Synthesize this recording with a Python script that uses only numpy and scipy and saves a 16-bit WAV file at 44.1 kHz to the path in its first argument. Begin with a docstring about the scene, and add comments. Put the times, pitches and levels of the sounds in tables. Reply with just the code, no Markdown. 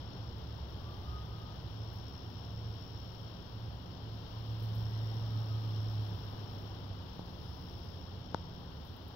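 """A late-summer garden, heard from a hand-held device close to a flowering plant.
Far traffic rumbles, an engine drone swells and sinks in pitch as it passes, a deeper engine throbs,
a faint buzz hangs behind them and something squeals in the distance. Insects trill on the left by
stridulation, each wing stroke dragging a file over a scraper, against far crickets and a fine hiss.
Leaves brush each other, and near the end two bumps of the hand excite the damped modes of the case."""
import sys
import numpy as np
from scipy import signal
from scipy.fft import rfft, irfft, next_fast_len
from scipy.io import wavfile

SR = 44100
rng = np.random.default_rng(int(sys.argv[2]) if len(sys.argv) > 2 else 0)


def wrap_up_sound(samples):
    """Save the sound to the file named by the first command line argument, as 16-bit audio."""
    columns = np.atleast_2d(samples).T
    # keep every value between -1 and 1, then stretch to whole-number steps
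    tamed = np.clip(columns, -1, 1)
    steps = np.round(tamed * 32767).astype(np.int16)
    wavfile.write(sys.argv[1], SR, steps)


N = 403515
TIME_S = np.arange(N) / SR
BIN_HZ = np.arange(N // 2 + 1) * SR / N


def from_db(db):
    """Amplitude ratio: tenfold for every 20 dB."""
    return 10 ** (np.asarray(db) / 20)


def unit_rms(x):
    """Normalisation to unit power."""
    return x / np.sqrt(np.mean(x ** 2) + 1e-20)


def in_time(rows):
    """Linear interpolation of each column at every sample."""
    times, *columns = np.transpose(rows)
    return [np.interp(TIME_S, times, c) for c in columns]


def in_hz(rows):
    """Interpolation of each column over log frequency at every bin."""
    hz, *columns = np.transpose(rows)
    return np.array([np.interp(np.log(BIN_HZ + 1), np.log(hz), c) for c in columns])


def drift(corner_hz):
    """Low-pass Gaussian noise: a random wandering of unit power."""
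    step = 8
    size = next_fast_len(N // step + 2, True)
    hz = np.arange(size // 2 + 1) * SR / step / size
    slow = irfft(rfft(rng.standard_normal(size)) / (1 + (hz / corner_hz) ** 2), size)
    return np.interp(np.arange(N) / step, np.arange(size), unit_rms(slow))


def swell(level_db):
    """Gain of a level curve relative to its median."""
    return from_db(level_db - np.median(level_db))


def held(start, end, attack_s, release_s):
    """Trapezoidal envelope: rises from the start, holds at 1, falls after the end."""
    return np.clip(np.minimum((TIME_S - start) / attack_s, 1 - (TIME_S - end) / release_s), 0, 1)


def white():
    """Spectra of two uncorrelated white noises at 0 dB per Hz."""
    return rfft(rng.standard_normal((2, N))) * np.sqrt(SR / 2)


def place(x, left_db, lag_s):
    """Level and time differences: sound from the left reaches the right port weaker and later."""
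    late = irfft(rfft(x) * np.exp(-2j * np.pi * BIN_HZ * lag_s), N)
    return np.array([x * from_db(left_db / 2), late * from_db(-left_db / 2)])


def scatter(x, t60, wet_db):
    """Diffuse reflection from plants and walls adds an exponential tail, different at each port."""
    t = np.arange(int(t60 * SR) + 2) / SR
    tail = rng.standard_normal((2, len(t))) * np.exp(-np.log(1000) * t / t60)
    tail /= np.sqrt(np.sum(tail ** 2, axis=1, keepdims=True))
    return x + from_db(wet_db) * signal.fftconvolve(x, tail, axes=1)[:, :N]


def tone(hz, level_db, partials, waver, waver_hz, fading_db, fading_hz):
    """A wavering harmonic series; its partials (number, gain [dB]) fade in and out through the air."""
    phase = 2 * np.pi * np.cumsum(hz * (1 + waver * drift(waver_hz))) / SR
    waves = sum(from_db(db + fading_db * drift(fading_hz)) * np.sin(k * phase) for k, db in partials)
    return np.sqrt(2) * from_db(level_db) * waves


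# Traffic noise: (frequency [Hz], left density [dB/Hz], right density [dB/Hz])
TRAFFIC_SPECTRUM = [(20, -79, -76), (40.7, -77, -77.5), (65.6, -66, -64.5), (92.5, -67.5, -65),
                    (136, -72, -69.5), (214, -78, -79.5), (377, -80.5, -82), (596, -83, -88),
                    (952, -83, -90), (1470, -90.5, -94.5), (1980, -97, -103), (2950, -108, -112),
                    (6000, -135, -138)]
# Likeness of the traffic at the two ports: (frequency [Hz], coherence [0-1])
TRAFFIC_COHERENCE = [(60, 0.95), (150, 0.96), (250, 0.66), (400, 0.72), (600, 0.48), (900, 0.96), (1400, 0),
                     (2500, 0.15)]
# Contour of the rumble, before scaling by its depth: (time [s], relative level [dB])
RUMBLE_CONTOUR = [(0.0, -50.5), (1.38, -50.5), (1.81, -53), (8.64, -51.5), (9.15, -57)]
# Background contours: (time [s], relative tyre wash before scaling [dB], relative insect chorus [dB])
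BACKGROUND_CONTOURS = [(0.0, -57.5, -62.5), (3.41, -59, -62.5), (3.74, -59, -63.5), (4.38, -58, -61.5),
                       (5.22, -56, -61), (5.89, -57, -60.5), (6.34, -55.5, -61.5), (7.06, -58.5, -62.5),
                       (9.15, -59.5, -64)]

def traffic(split_hz=130, rumble_depth=0.51, wash_depth=0.89, lag_s=0.00021):
    """Spatial coherence: long waves reach both ports alike. Rumble and tyre wash swell separately."""
    left, unrelated = white()
    coherence = in_hz(TRAFFIC_COHERENCE)[0]
    right = coherence * left + np.sqrt(1 - coherence ** 2) * unrelated
    delay = np.exp(-2j * np.pi * BIN_HZ * lag_s)
    spectrum = np.array([left, right * delay]) * from_db(in_hz(TRAFFIC_SPECTRUM))
    deep = 1 / (1 + (BIN_HZ / split_hz) ** 4)
    rumble = irfft(spectrum * deep, N) * swell(rumble_depth * in_time(RUMBLE_CONTOUR)[0])
    wash = irfft(spectrum * (1 - deep), N) * swell(wash_depth * in_time(BACKGROUND_CONTOURS)[0])
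    return rumble + wash


# Many far insects: (frequency [Hz], left density [dB/Hz], right density [dB/Hz])
CHORUS_SPECTRUM = [(1530,-120,-125), (2560,-99,-105), (2847,-90,-103), (3210,-86.5,-101), (3650,-89.5,-108),
                   (4800,-93.5,-112), (5200,-88.5,-111), (5970,-99.5,-114), (6020,-115,-127),
                   (6890,-109,-123), (7380,-126,-129), (8750,-124,-127), (10900,-135,-138)]

def insect_chorus(flicker_db=0.58, flicker_hz=60):
    """Incoherent addition: countless far insects merge into a flickering band of noise."""
    noise = irfft(white() * from_db(in_hz(CHORUS_SPECTRUM)), N)
    return noise * swell(in_time(BACKGROUND_CONTOURS)[1]) * from_db(flicker_db * drift(flicker_hz))


# Fine high hiss: (frequency [Hz], left density [dB/Hz], right density [dB/Hz])
HISS_SPECTRUM = [(6700, -138, -138), (10000, -126, -128), (10620, -115, -117), (11900, -114, -115),
                 (12650, -115.5, -115.5), (14100, -112, -112), (15800, -106, -108)]
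# Contour of the hiss: (time [s], relative level [dB])
HISS_CONTOUR = [(0.0, -81.5), (0.89, -77.5), (1.63, -79), (2.83, -78.5), (3.13, -78.5), (4.0, -80.5),
                (4.43, -76.5), (4.71, -74.5), (5.43, -75), (6.06, -74), (6.22, -75.5), (6.62, -76),
                (6.86, -79.5), (7.72, -76), (8.26, -81), (9.15, -78.5)]

def high_hiss(flicker_db=.9, flicker_hz=35):
    """Incoherent addition: countless small sources merge into a flickering treble hiss."""
    noise = irfft(white() * from_db(in_hz(HISS_SPECTRUM)), N)
    return noise * swell(in_time(HISS_CONTOUR)[0]) * from_db(flicker_db * drift(flicker_hz))


# Contour of the passing engine, before scaling by its contrast: (time [s], relative level [dB])
DRONE_CONTOUR = [(0.0, -49), (0.05, -49), (1.58, -53), (1.81, -43), (2.29, -55.5), (2.7, -40), (2.8, -52.5),
                 (3.36, -46), (3.44, -60), (3.64, -43), (3.85, -59), (4.18, -40.5), (4.28, -49),
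                 (4.53, -38.5), (6.06, -36), (6.22, -46.5), (7.03, -46), (7.16, -56.5), (8.66, -53.5),
                 (9.07, -61), (9.15, -58)]

def passing_engine(approach_hz=109.85, leaving_hz=84.7, passes_s=5.7, sink_s=2.1, contrast=1.024):
    """Doppler shift: the drone holds its pitch on approach and sinks once the engine has passed."""
    gone_s = np.maximum(TIME_S - passes_s, 0)
    hz = leaving_hz + (approach_hz - leaving_hz) * np.exp(-gone_s / sink_s)
    contour_db, = in_time(DRONE_CONTOUR)
    level_db = -33.6 + contrast * (contour_db - contour_db.max())
    return tone(hz, level_db, [(1, -2), (2, -34)], waver=.0069, waver_hz=6.9, fading_db=1.4, fading_hz=10)


# Surges of a deeper engine further off: (time [s], level [dB])
THROB_CONTOUR = [(0.0, -61), (0.67, -43.5), (0.83, -72.5), (1.1, -41.5), (1.77, -69.5), (2.03, -42),
                 (2.2, -66.5)]

def deep_engine(start_hz=69.4, sag_hz_per_s=1.35, end_s=1.9):
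    """Amplitude modulation makes a low tone throb; its pitch follows the slowing engine."""
    hz = start_hz - sag_hz_per_s * TIME_S
    level_db, = in_time(THROB_CONTOUR)
    running = held(0, end_s, attack_s=0.043, release_s=.3)
    return running * tone(hz, level_db, [(1, -1)], waver=.012, waver_hz=7, fading_db=1.5, fading_hz=8)


def faint_buzz(start_hz=89.64, sag_hz=3.6, far_db=-62, near_db=-54.5, nearest_s=6.5, stays_s=2.85):
    """A harmonic series swells as its source nears, ebbs as it withdraws and slowly goes flat."""
    hz = start_hz - sag_hz * (np.arange(N) / N) ** 3.5
    nearness = np.exp(-((TIME_S - nearest_s) / stays_s) ** 2)
    level_db = far_db + (near_db - far_db) * nearness
    partials = [(1, -4.5), (2, -1.5), (3, -9.5), (4, -21.5), (5, -19.5), (6, -20)]
    return tone(hz, level_db, partials, waver=0.0042, waver_hz=5.9, fading_db=2.5, fading_hz=2)


def far_crickets(pitch_hz=3330, width_hz=55):
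    """Random modulation spreads the crickets' steady note into a narrow band."""
    note = np.sin(2 * np.pi * pitch_hz * TIME_S)
    return from_db([[-72], [-78]]) * note * np.array([drift(width_hz), drift(width_hz)])


def trill(per_s, pitch_hz, width_hz, duty, uneven_db, sweep_hz, rasp):
    """Stridulation: each stroke drags a file over a scraper, and the wing rings with sagging pitch."""
    strokes = np.cumsum(per_s * (1 + .015 * drift(12))) / SR
    progress = np.minimum(strokes % 1 / duty, 1)
    # every stroke starts the wing afresh, with a force and phase of its own
    force, offset = rng.standard_normal((N // 100, 2))[strokes.astype(int)].T
    pressure = np.sin(np.pi * progress) ** 2 * from_db(uneven_db * force)
    phase = 2 * np.pi * (np.cumsum(pitch_hz + sweep_hz * (.5 - progress)) / SR + offset)
    wing = (1 + rasp * drift(width_hz)) * np.sin(phase) + rasp * drift(width_hz) * np.cos(phase)
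    return unit_rms(pressure * wing)


def radiate_wing(x, band_hz=(4950, 5800)):
    """Resonance: a wing radiates only around its own band, here from the weeds close on the left."""
    band = signal.sosfilt(signal.butter(2, band_hz, "band", fs=SR, output="sos"), x)
    return scatter(from_db([[0], [-23]]) * band, t60=.05, wet_db=-15)


def scatter_treble(x):
    """Scattering blurs the highest insect sounds, which lie a little to the left."""
    return scatter(from_db([[0], [-5]]) * x, t60=.1, wet_db=-6)


# Fast, loud bouts of the near insect: (start [s], end [s], level above its soft trill [dB])
NEAR_BOUTS = [(-.9, 0, 6), (1.55, 2.95, 7.8), (4.55, 6.1, 8), (7.3, 8.65, 5)]

def near_insect(soft_per_s=55, fast_per_s=72.5, soft_db=-66.8, turn_s=8.54, loss_db_per_s=25):
    """Stridulation in bouts: effort lifts stroke rate and level, and the rate drops back first."""
    haste = sum(held(start, end, attack_s=.33, release_s=.4) for start, end, _ in NEAR_BOUTS)
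    lift_db = sum(db * held(start, end, attack_s=.33, release_s=.9) for start, end, db in NEAR_BOUTS)
    turned_db = loss_db_per_s * np.maximum(TIME_S - turn_s, 0)   # the microphone swings away
    level_db = soft_db + lift_db - turned_db + 1.15 * drift(5)
    per_s = soft_per_s + (fast_per_s - soft_per_s) * haste
    wing = trill(per_s, pitch_hz=5415, width_hz=400, duty=.72, uneven_db=1.6, sweep_hz=280, rasp=.25)
    return radiate_wing(from_db(level_db) * wing)


# Bouts of a thin high insect buzz: (start [s], end [s], level [dB])
THIN_INSECT_BOUTS = [(.45, 2.2, -94), (3.3, 3.7, -92), (4.85, 5.6, -89.5)]

def thin_insect(per_s=110):
    """Rapid stridulation: the strokes fuse into a thin high buzz."""
    gain = sum(from_db(db) * held(start, end, attack_s=.33, release_s=.9)
               for start, end, db in THIN_INSECT_BOUTS)
    wing = trill(per_s, pitch_hz=11300, width_hz=220, duty=1, uneven_db=3, sweep_hz=305, rasp=1.1)
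    return scatter_treble(gain * wing)


# Far squeals: (start [s], length [s], first pitch [Hz], last pitch [Hz], level [dB], waver [fraction])
SQUEAL_GLIDES = [(.8, .22, 1110, 1170, -57.5, .014), (.99, .32, 1170, 1225, -53.5, .007),
                 (1.22, .4, 1205, 1185, -60, .014), (4.74, .5, 1890, 1950, -69, .016),
                 (5.05, .85, 1245, 1150, -61.5, .016)]

def squeals(arch=.035, peak_share=0.49):
    """Frequency modulation: thin rough tones glide along an arch, blurred by reverberation."""
    direct = 0
    for start, length, first_hz, last_hz, db, waver in SQUEAL_GLIDES:
        along = np.clip((TIME_S - start) / length, 0, 1)
        hz = (first_hz + (last_hz - first_hz) * along) * (1 + arch * np.sin(np.pi * along))
        envelope = np.interp(along, [0, peak_share, 1], [0, 1, 0])
        direct += envelope * tone(hz, db, [(1, 0)], waver, waver_hz=50, fading_db=2, fading_hz=20)
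    return scatter(place(direct, left_db=5.5, lag_s=0.00023), t60=0.95, wet_db=-6.5)


# Leaf against leaf: (time [s], level [dB], length [s], left minus right [dB])
LEAF_BRUSHES = [(1.92, -72, .05, 0), (4.588, -68, .025, 0), (4.62, -67, .028, 0), (4.742, -61.5, .015, 1),
                (4.775, -70, .03, 0), (5.066, -68, .008, 0), (7.452, -72, .008, 0), (8.84, -71, .035, -7),
                (8.962, -68.5, .007, -14), (9.079, -69.5, .006, -12)]
# Colour of a brush: (frequency [Hz], left relative level [dB], right relative level [dB])
LEAF_SPECTRUM = [(2500, -35, -35), (7500, -17, -19), (10000, -13, -14), (12000, -6, -6), (15500, 0, 0),
                 (17000, -30, -30)]

def leaves(grain_db=5.5):
    """Friction noise: each brush is a bright, grainy puff that rises quickly and dies away."""
    envelope = 0
    for start, db, length, left_db in LEAF_BRUSHES:
        age = np.maximum(TIME_S - start, 0) / (length / 2)
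        envelope += from_db([[db + left_db / 2], [db - left_db / 2]]) * age * np.exp(1 - age)
    grains = from_db(grain_db * np.clip(drift(500), -2, 2))
    noise = irfft(white() * from_db(in_hz(LEAF_SPECTRUM)), N)
    return envelope * unit_rms(noise * grains)


def ring(force, hz, t60):
    """Damped oscillator: a unit impulse starts a decaying sine of height 1."""
    decay, angle = 1000 ** (-1 / (t60 * SR)), 2 * np.pi * hz / SR
    return signal.lfilter([0, np.sin(angle)], [1, -2 * decay * np.cos(angle), decay ** 2], force + 1e-18)


# Fingertip on the case: (time [s], impulse level [dB], contact time [s])
CASE_BUMPS = [(7.193, -24, .0005), (8.3453, -17.5, .00002)]
# Modes of the case: (frequency [Hz], left gain [dB], right gain [dB], 60 dB decay time [s])
CASE_MODES = [(164, -3, -3.5, 0.014), (520, 2, -10, 0.0077), (903, -1, -11, 0.016),
              (1480, -4.5, -19, 0.0069), (3570, -14, -37, 0.0053), (5350, -10.5, -40, 0.0044)]

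def case_bumps(soften_s=0.0002, leak_hz=70):
    """Impact excitation: a fingertip rings the heavily damped case; a longer contact is duller."""
    force = 0
    for time, db, contact_s in CASE_BUMPS:
        touch = np.exp(-np.abs(TIME_S - time) / (contact_s / 2))
        force += from_db(db) * touch / touch.sum()
    pole = np.exp(-1 / (soften_s * SR))
    push = signal.lfilter([1 - pole], [1, -pole], force + 1e-18)
    # the slowest part of the push leaks away through the ports
    push = signal.sosfilt(signal.butter(1, leak_hz, "high", fs=SR, output="sos"), push)
    sound = 0
    for k, (hz, left_db, right_db, t60) in enumerate(CASE_MODES):
        makeup = np.hypot(1, 2 * np.pi * hz * soften_s)   # offsets the softening at this mode
        sound += (-1) ** k * from_db([[left_db], [right_db]]) * makeup * ring(push, hz, t60)
    return sound


def second_insect(start_s=7.28, end_s=7.88, per_s=68):
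    """Stridulation with an overtone: a raspier insect joins for one bout."""
    gain = from_db(-60) * held(start_s, end_s, attack_s=.16, release_s=0.26)
    wing = trill(per_s, pitch_hz=5120, width_hz=600, duty=1, uneven_db=-1.2, sweep_hz=734, rasp=.85)
    overtone = trill(per_s, pitch_hz=10600, width_hz=400, duty=.98, uneven_db=3.5, sweep_hz=930, rasp=1.2)
    return radiate_wing(gain * wing) + scatter_treble(from_db(-26.5) * gain * overtone)


def scene():
    """Superposition: far sounds, insects and the small sounds near the hand add at each port."""
    background = traffic() + insect_chorus() + high_hiss()
    hums = place(passing_engine() + deep_engine() + faint_buzz(), left_db=-1.7, lag_s=0.00026)
    insects = far_crickets() + near_insect() + thin_insect() + second_insect()
    return background + hums + insects + squeals() + leaves() + case_bumps()


def record(dry):
    """Band limiting: a steep elliptic low-pass cuts the treble above 15720 Hz."""
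    return signal.sosfilt(signal.ellip(12, .1, 80, 15720, fs=SR, output="sos"), dry)


dry = scene()
out = record(dry)
wrap_up_sound(out)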